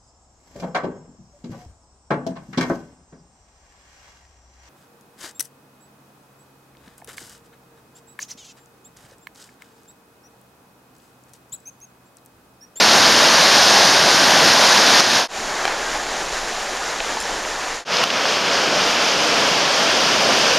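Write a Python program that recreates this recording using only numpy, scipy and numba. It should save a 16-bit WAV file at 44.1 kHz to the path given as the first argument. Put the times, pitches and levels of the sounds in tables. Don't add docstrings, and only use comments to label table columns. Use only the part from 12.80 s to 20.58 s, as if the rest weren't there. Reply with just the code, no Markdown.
import sys
import numpy as np
from scipy import signal
from scipy.fft import rfft, irfft, next_fast_len
from scipy.io import wavfile
from scipy.ndimage import uniform_filter1d
from numba import njit

SR = 44100
rng = np.random.default_rng(int(sys.argv[2]) if len(sys.argv) > 2 else 0)


def file_out(sig):
    cols = np.atleast_2d(sig).T
    lim = np.clip(cols, -1, 1)
    pcm = np.round(lim * 32767).astype(np.int16)
    wavfile.write(sys.argv[1], SR, pcm)


def makeup_ratio(level_db):
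    decades = np.asarray(level_db, float) / 20
    return 10 ** decades


N = 343098

# (frequency [Hz], level [dB per Hz])
RAPID_BODY = [(41, -53), (70, -25), (104, -17), (215, -8.5), (380, -8), (403, -9), (609, -2.5), (957, -3),
              (1310, -6), (1630, -3), (2020, -7.5), (2460, -8.5), (5090, -5.5), (6580, -11), (7700, -23.5),
              (10000, -48), (16900, -120)]
RAMP_BODY = [(110, -19), (260, -11), (400, -6), (600, -4.5), (760, -2.5), (950, -5.5), (1300, -7.5),
             (1600, -6.5), (1800, -5.5), (2050, -10), (2900, -12), (7100, -12.5), (7700, -19), (10000, -45)]
AFLOAT_BODY = [(41, -54), (70, -24.5), (166, -9), (300, -5.5), (351, -7), (445, -3.5), (560, -1), (690, -2),
               (800, -4.5), (1650, -6), (1940, -9), (3120, -7), (3950, -12.5), (5000, -8.5), (6330, -14.5),
               (7700, -25.5), (10000, -55), (16900, -120)]
# (frequency [Hz], level [dB per Hz])
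RAPID_TREBLE = [(4760, -32), (8100, -1), (8630, -1.5), (11100, -5), (13500, -12), (14100, -15),
                (14800, -38)]
RAMP_TREBLE = [(4760, -30), (8100, 1), (8520, -1.5), (8960, -7.5), (9670, -4), (9970, -4), (11700, -12),
               (14800, -21)]
AFLOAT_TREBLE = [(4760, -30), (8100, 1.5), (8380, -4), (9890, -10.5), (11600, -10.5), (13600, -19),
                 (14600, -26)]
# (wind rumble [dB], treble [dB], bubbles [per s], bubble share [dB],
# flicker [dB], throb of the whole sound [dB])
PLACES = [
    (-14, -21.5, 7000, -6, 0.37, -0.28),
    (6.5, -21, 5000, -7, 0.2, .5),
    (-11, -24, 5000, -8.5, 0.6, 0.04),
]
# (level [dB], gain while drawing nearer [dB], time to draw near [s])
NEARING = [
    (-11.5, -0.26, 1.1),
    (-23, -2.06, 1.1),
    (-19.5, 3.5, 1.11),
]
# (deep roar [dB], spray [dB], mist [dB])
BALANCES = [
    (0.56, 0.38, 0),
    (0, -0.15, .3),
    (-3.5, -0.56, -.3),
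]
# (time [s], fade out [s], fade in [s])
JOINS = [
    (2.478, 0.1, 0.1),
    (5.047, 0.098, 0.089),
]
# (time [s], wave [dB], volume step [dB], recovery [s])
DUCKS = [
    (1.09, -1, -1, 0.52),
    (2.207, 3.5, -4, .5),
    (5.242, 2.5, -2.5, 0.14),
]
# (time [s], peak [dB], ring [Hz], fall by 60 dB [s], crack [dB])
KNOCKS = [
    (2.8533, -9, 770, 0.019, 3),
    (2.8785, -9.5, 850, .035, -1),
    (4.371, -14, 900, 0.022, -7),
]
# (time [s], peak [dB])
TICKS = [
    (4.4024, -13),
    (4.4124, -17),
    (4.4244, -18),
]
# (frequency [Hz], level [dB], fall by 60 dB [s])
BUCKLE_TONES = [(7300, 1, .025), (9500, -1.5, .025), (11600, -13, .012), (14100, -16, .012),
                (5300, 3, .012)]
# (time [s], peak [dB], centre [Hz], splinter of treble [dB])
DROPS = [(4.2034, -7, 3060, -37), (4.651, -12, 2320, -30), (5.169, -2, 5200, -45), (5.188, -9, 3400, -45),
         (5.205, -14, 3100, -41.5), (5.238, -2, 3400, -24), (5.240, -12, 4900, -40), (5.303, -2, 3400, -36),
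         (5.339, -10, 3450, -45), (5.455, -6, 1500, -45), (5.462, -12, 3400, -45), (5.494, -11, 5000, -40),
         (5.949, -9, 3100, -32), (7.59, -14, 5000, -14)]
# (time [s], length [s], from [Hz], to [Hz], level [dB])
SQUEAKS = [
    (3.048, .06, 1630, 1550, -27),
    (3.143, 0.04, 810, 880, -25),
    (3.264, 0.068, 1510, 1640, -33),
    (4.005, .08, 1410, 1490, -32),
    (4.012, 0.032, 1230, 1240, -26),
]
# (start [s], length [s], lowest [Hz], highest [Hz], level [dB], scatter [dB],
# fall by 60 dB [s])
SPATTER = (5.12, .55, 1300, 5600, -26, 9, .014)


def unit(x):
    return x / np.sqrt(np.mean(x ** 2))


def walk(rate, size):
    held = np.repeat(rng.standard_normal(int(size * rate / SR) + 2), 8)
    slewed = uniform_filter1d(uniform_filter1d(held, size=8), size=8)
    quick = unit(slewed - uniform_filter1d(slewed, size=40))
    return np.interp(np.arange(size) * (8 * rate / SR), np.arange(len(held)), quick)


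@njit
def add(out, start, hz, decay, glide, size):
    for k in range(len(start)):
        turn = 2 * np.pi * hz[k] / SR
        z = size[k] + 0j
        p = decay[k] * np.exp(1j * turn)
        bend = np.exp(1j * turn * (glide[k] - 1))
        end = min(len(out), int(start[k] - 5.8 / np.log(decay[k])))
        for i in range(int(start[k]), end):
            out[i] += z.imag
            z *= p
            p *= bend


def ring(s, hz, t60, db):
    out = np.zeros(N)
    s, hz, t60, db = np.broadcast_arrays(s, hz, t60, db)
    decay = np.exp(-np.log(1000) / (t60.ravel() * SR))
    add(out, s.ravel() * SR, 1. * hz.ravel(), decay, np.ones(s.size), makeup_ratio(db.ravel()))
    return out


def hull():
    start_s, attack_s, release_s, level_db = 2.48, 0.43, 0.2, -25.5
    t = np.arange(N) / SR
    since = np.clip(t - start_s, 0, None)
    swell = np.clip(since / attack_s, 0, 1) * np.exp(-np.clip(since - attack_s, 0, None) / release_s)
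    boards = signal.butter(2, (450, 1880), "band", fs=SR, output="sos")
    scrape = unit(signal.sosfilt(boards, rng.standard_normal(N)))
    out = scrape * swell * makeup_ratio(level_db + 2.0 * walk(25.34, N))
    for s, length, from_hz, to_hz, db in SQUEAKS:
        part = np.clip((t - s) / length, 0, 1)
        pitch_hz = from_hz + (to_hz - from_hz) * part
        out = out + makeup_ratio(db) * np.sin(np.pi * part) * np.sin(2 * np.pi * np.cumsum(pitch_hz) / SR)
    return out


def spatter(count=70):
    start, length, low_hz, high_hz, db, scatter_db, t60 = SPATTER
    when, pitch, force = rng.random((count, 3)).T
    hz = low_hz * (high_hz / low_hz) ** pitch
    rings = ring(start + length * when ** 1.5, hz, t60, db + scatter_db * force)
    return uniform_filter1d(rings, size=4)


def drops():
    s, db, hz, treble_db = np.array(DROPS).T
    slap = ring(s[:, None], hz[:, None] * [.85, 1, 1.2], [.014, .012, .009], db[:, None] + [-7, -7, -8])
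    splinter_db = (db + treble_db)[:, None] + [9, 5, 0, -3, -6]
    splinter = ring(s[:, None], [6140, 8800, 10500, 12100, 13800], 0.004, splinter_db)
    return uniform_filter1d(uniform_filter1d(slap, size=3), size=4) + splinter


def raft():
    s, db, hz, t60, crack_db = np.array(KNOCKS).T
    cracks_db = (db + crack_db)[:, None] + [0, 0, -3, -3, -5]
    cracks = ring(s[:, None], [1650, 2350, 3100, 4100, 5300], .009, cracks_db)
    knocks = uniform_filter1d(ring(s, hz, t60, db) + cracks, size=4)
    when, tick_db = np.array(TICKS).T
    tone, tone_db, tone_t60 = np.array(BUCKLE_TONES).T
    return knocks + ring(when[:, None], tone, tone_t60, tick_db[:, None] + tone_db - 11.0)


def bubbles(rate, size):
    when, pitch, life, force = rng.random((int(12000 * size / SR), 4)).T
    used = slice(0, int(np.clip(rate, 100, 12000) * size / SR))
    hz = 150 * 90 ** pitch
    samples = (3.65 + 10.9 * life) * SR / hz
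    loud = hz * makeup_ratio(8.2 * force)
    decay, glide = np.exp(-3 / samples), 1 + 0.23 / samples
    out = np.zeros(size)
    add(out, (when * size)[used], hz[used], decay[used], glide[used], loud[used])
    return unit(out)


def colour(hz, points):
    at, db = np.transpose(points)
    return makeup_ratio(np.interp(np.log(hz + 1), np.log(at), db, left=db[0], right=-200))


def water(t, nearing, balance, body, treble, wind_db, treble_db, rate, bubble_db, flicker_db, throb_db):
    level_db, gain_db, near_s = nearing
    nearer_db = gain_db * (1 - np.exp(-t / near_s))
    roar_db = balance[0] + 0.85 * nearer_db + .8 * walk(4, len(t))
    spray_db = balance[1] + 0.61 * nearer_db + .3 * walk(4, len(t))
    mist_db = balance[2] + .2 * nearer_db + .35 * walk(4, len(t))

    size = next_fast_len(len(t))
    hz = np.arange(size // 2 + 1) * SR / size
    shape = np.where(hz < 7920, colour(hz, body), makeup_ratio(treble_db) * colour(hz, treble))
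    wind = makeup_ratio(wind_db) * hz / 8 / (1 + hz / 8) / (1 + (hz / 24) ** 2.3)
    hiss = rng.standard_normal(size) + makeup_ratio(bubble_db) * bubbles(rate, size)
    churn = rfft(hiss) * np.hypot(shape, wind)
    churn /= np.std(irfft(churn, size))

    octave = np.log2(hz / 1000 + 1e-9)
    out, surge = 0, walk(14, len(t))
    for centre in np.arange(-6, 4.5, .5):
        band = irfft(churn * np.clip(1 - np.abs(octave - centre) * 2, 0, 1), size)[:len(t)]
        surge = .8 * surge + .6 * walk(14, len(t))
        tilt_db = roar_db * np.clip(-centre / 1.5, 0, 1) + spray_db * np.clip(centre - 1, 0, 1)
        tilt_db = tilt_db + mist_db * (centre > 3)
        depth_db = flicker_db * np.clip(1 + centre / 5, .2, 1)
        out = out + band * makeup_ratio(tilt_db + depth_db * (surge + .6 * walk(30, len(t))))
    return out * makeup_ratio(level_db + nearer_db + throb_db * walk(22, len(t)))


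def river():
    edges = [0] + [int(join[0] * SR) for join in JOINS] + [N]
    bodies = (RAPID_BODY, RAMP_BODY, AFLOAT_BODY)
    trebles = (RAPID_TREBLE, RAMP_TREBLE, AFLOAT_TREBLE)
    parts = []
    for k, place in enumerate(PLACES):
        t = np.arange(edges[k + 1] - edges[k]) / SR
        parts.append(water(t, NEARING[k], BALANCES[k], bodies[k], trebles[k], *place))
    return np.concatenate(parts)


def scene():
    no_thump = signal.butter(2, 450, "high", fs=SR, output="sos")
    hits = signal.sosfilt(no_thump, raft() + drops() + spatter())
    return np.tile(river() + hits + hull(), (2, 1))


def low_pass(x):
    return signal.sosfilt(signal.butter(12, 15000, fs=SR, output="sos"), x)


def record(dry):
    t = np.arange(N) / SR
    volume_db = 0
    for s, wave_db, step_db, recovery_s in DUCKS:
        wave = wave_db * np.exp(-np.abs(t - s) / 0.029)
        dip = step_db * np.exp(-np.abs(t - s) / recovery_s)
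        volume_db = volume_db + np.where(t > s, dip, wave)
    fade = 1
    for s, fade_out, fade_in in JOINS:
        fade = fade * np.clip(np.maximum((s - t) / fade_out, (t - s) / fade_in), 0, 1) ** 0.94
    x = dry * makeup_ratio(volume_db)
    x = x / (1 + np.abs(x / .85) ** 4) ** .25
    notch_hz, notch_width_hz = 7920, 300
    edges_hz = [notch_hz - notch_width_hz / 2, notch_hz + notch_width_hz / 2]
    notch = signal.butter(2, edges_hz, "bandstop", fs=SR, output="sos")
    top = signal.butter(12, 14350, fs=SR, output="sos")
    mix = fade * signal.sosfilt(np.vstack([notch, top]), x)
    return low_pass(mix)


dry = scene()
out = record(dry)
file_out(out)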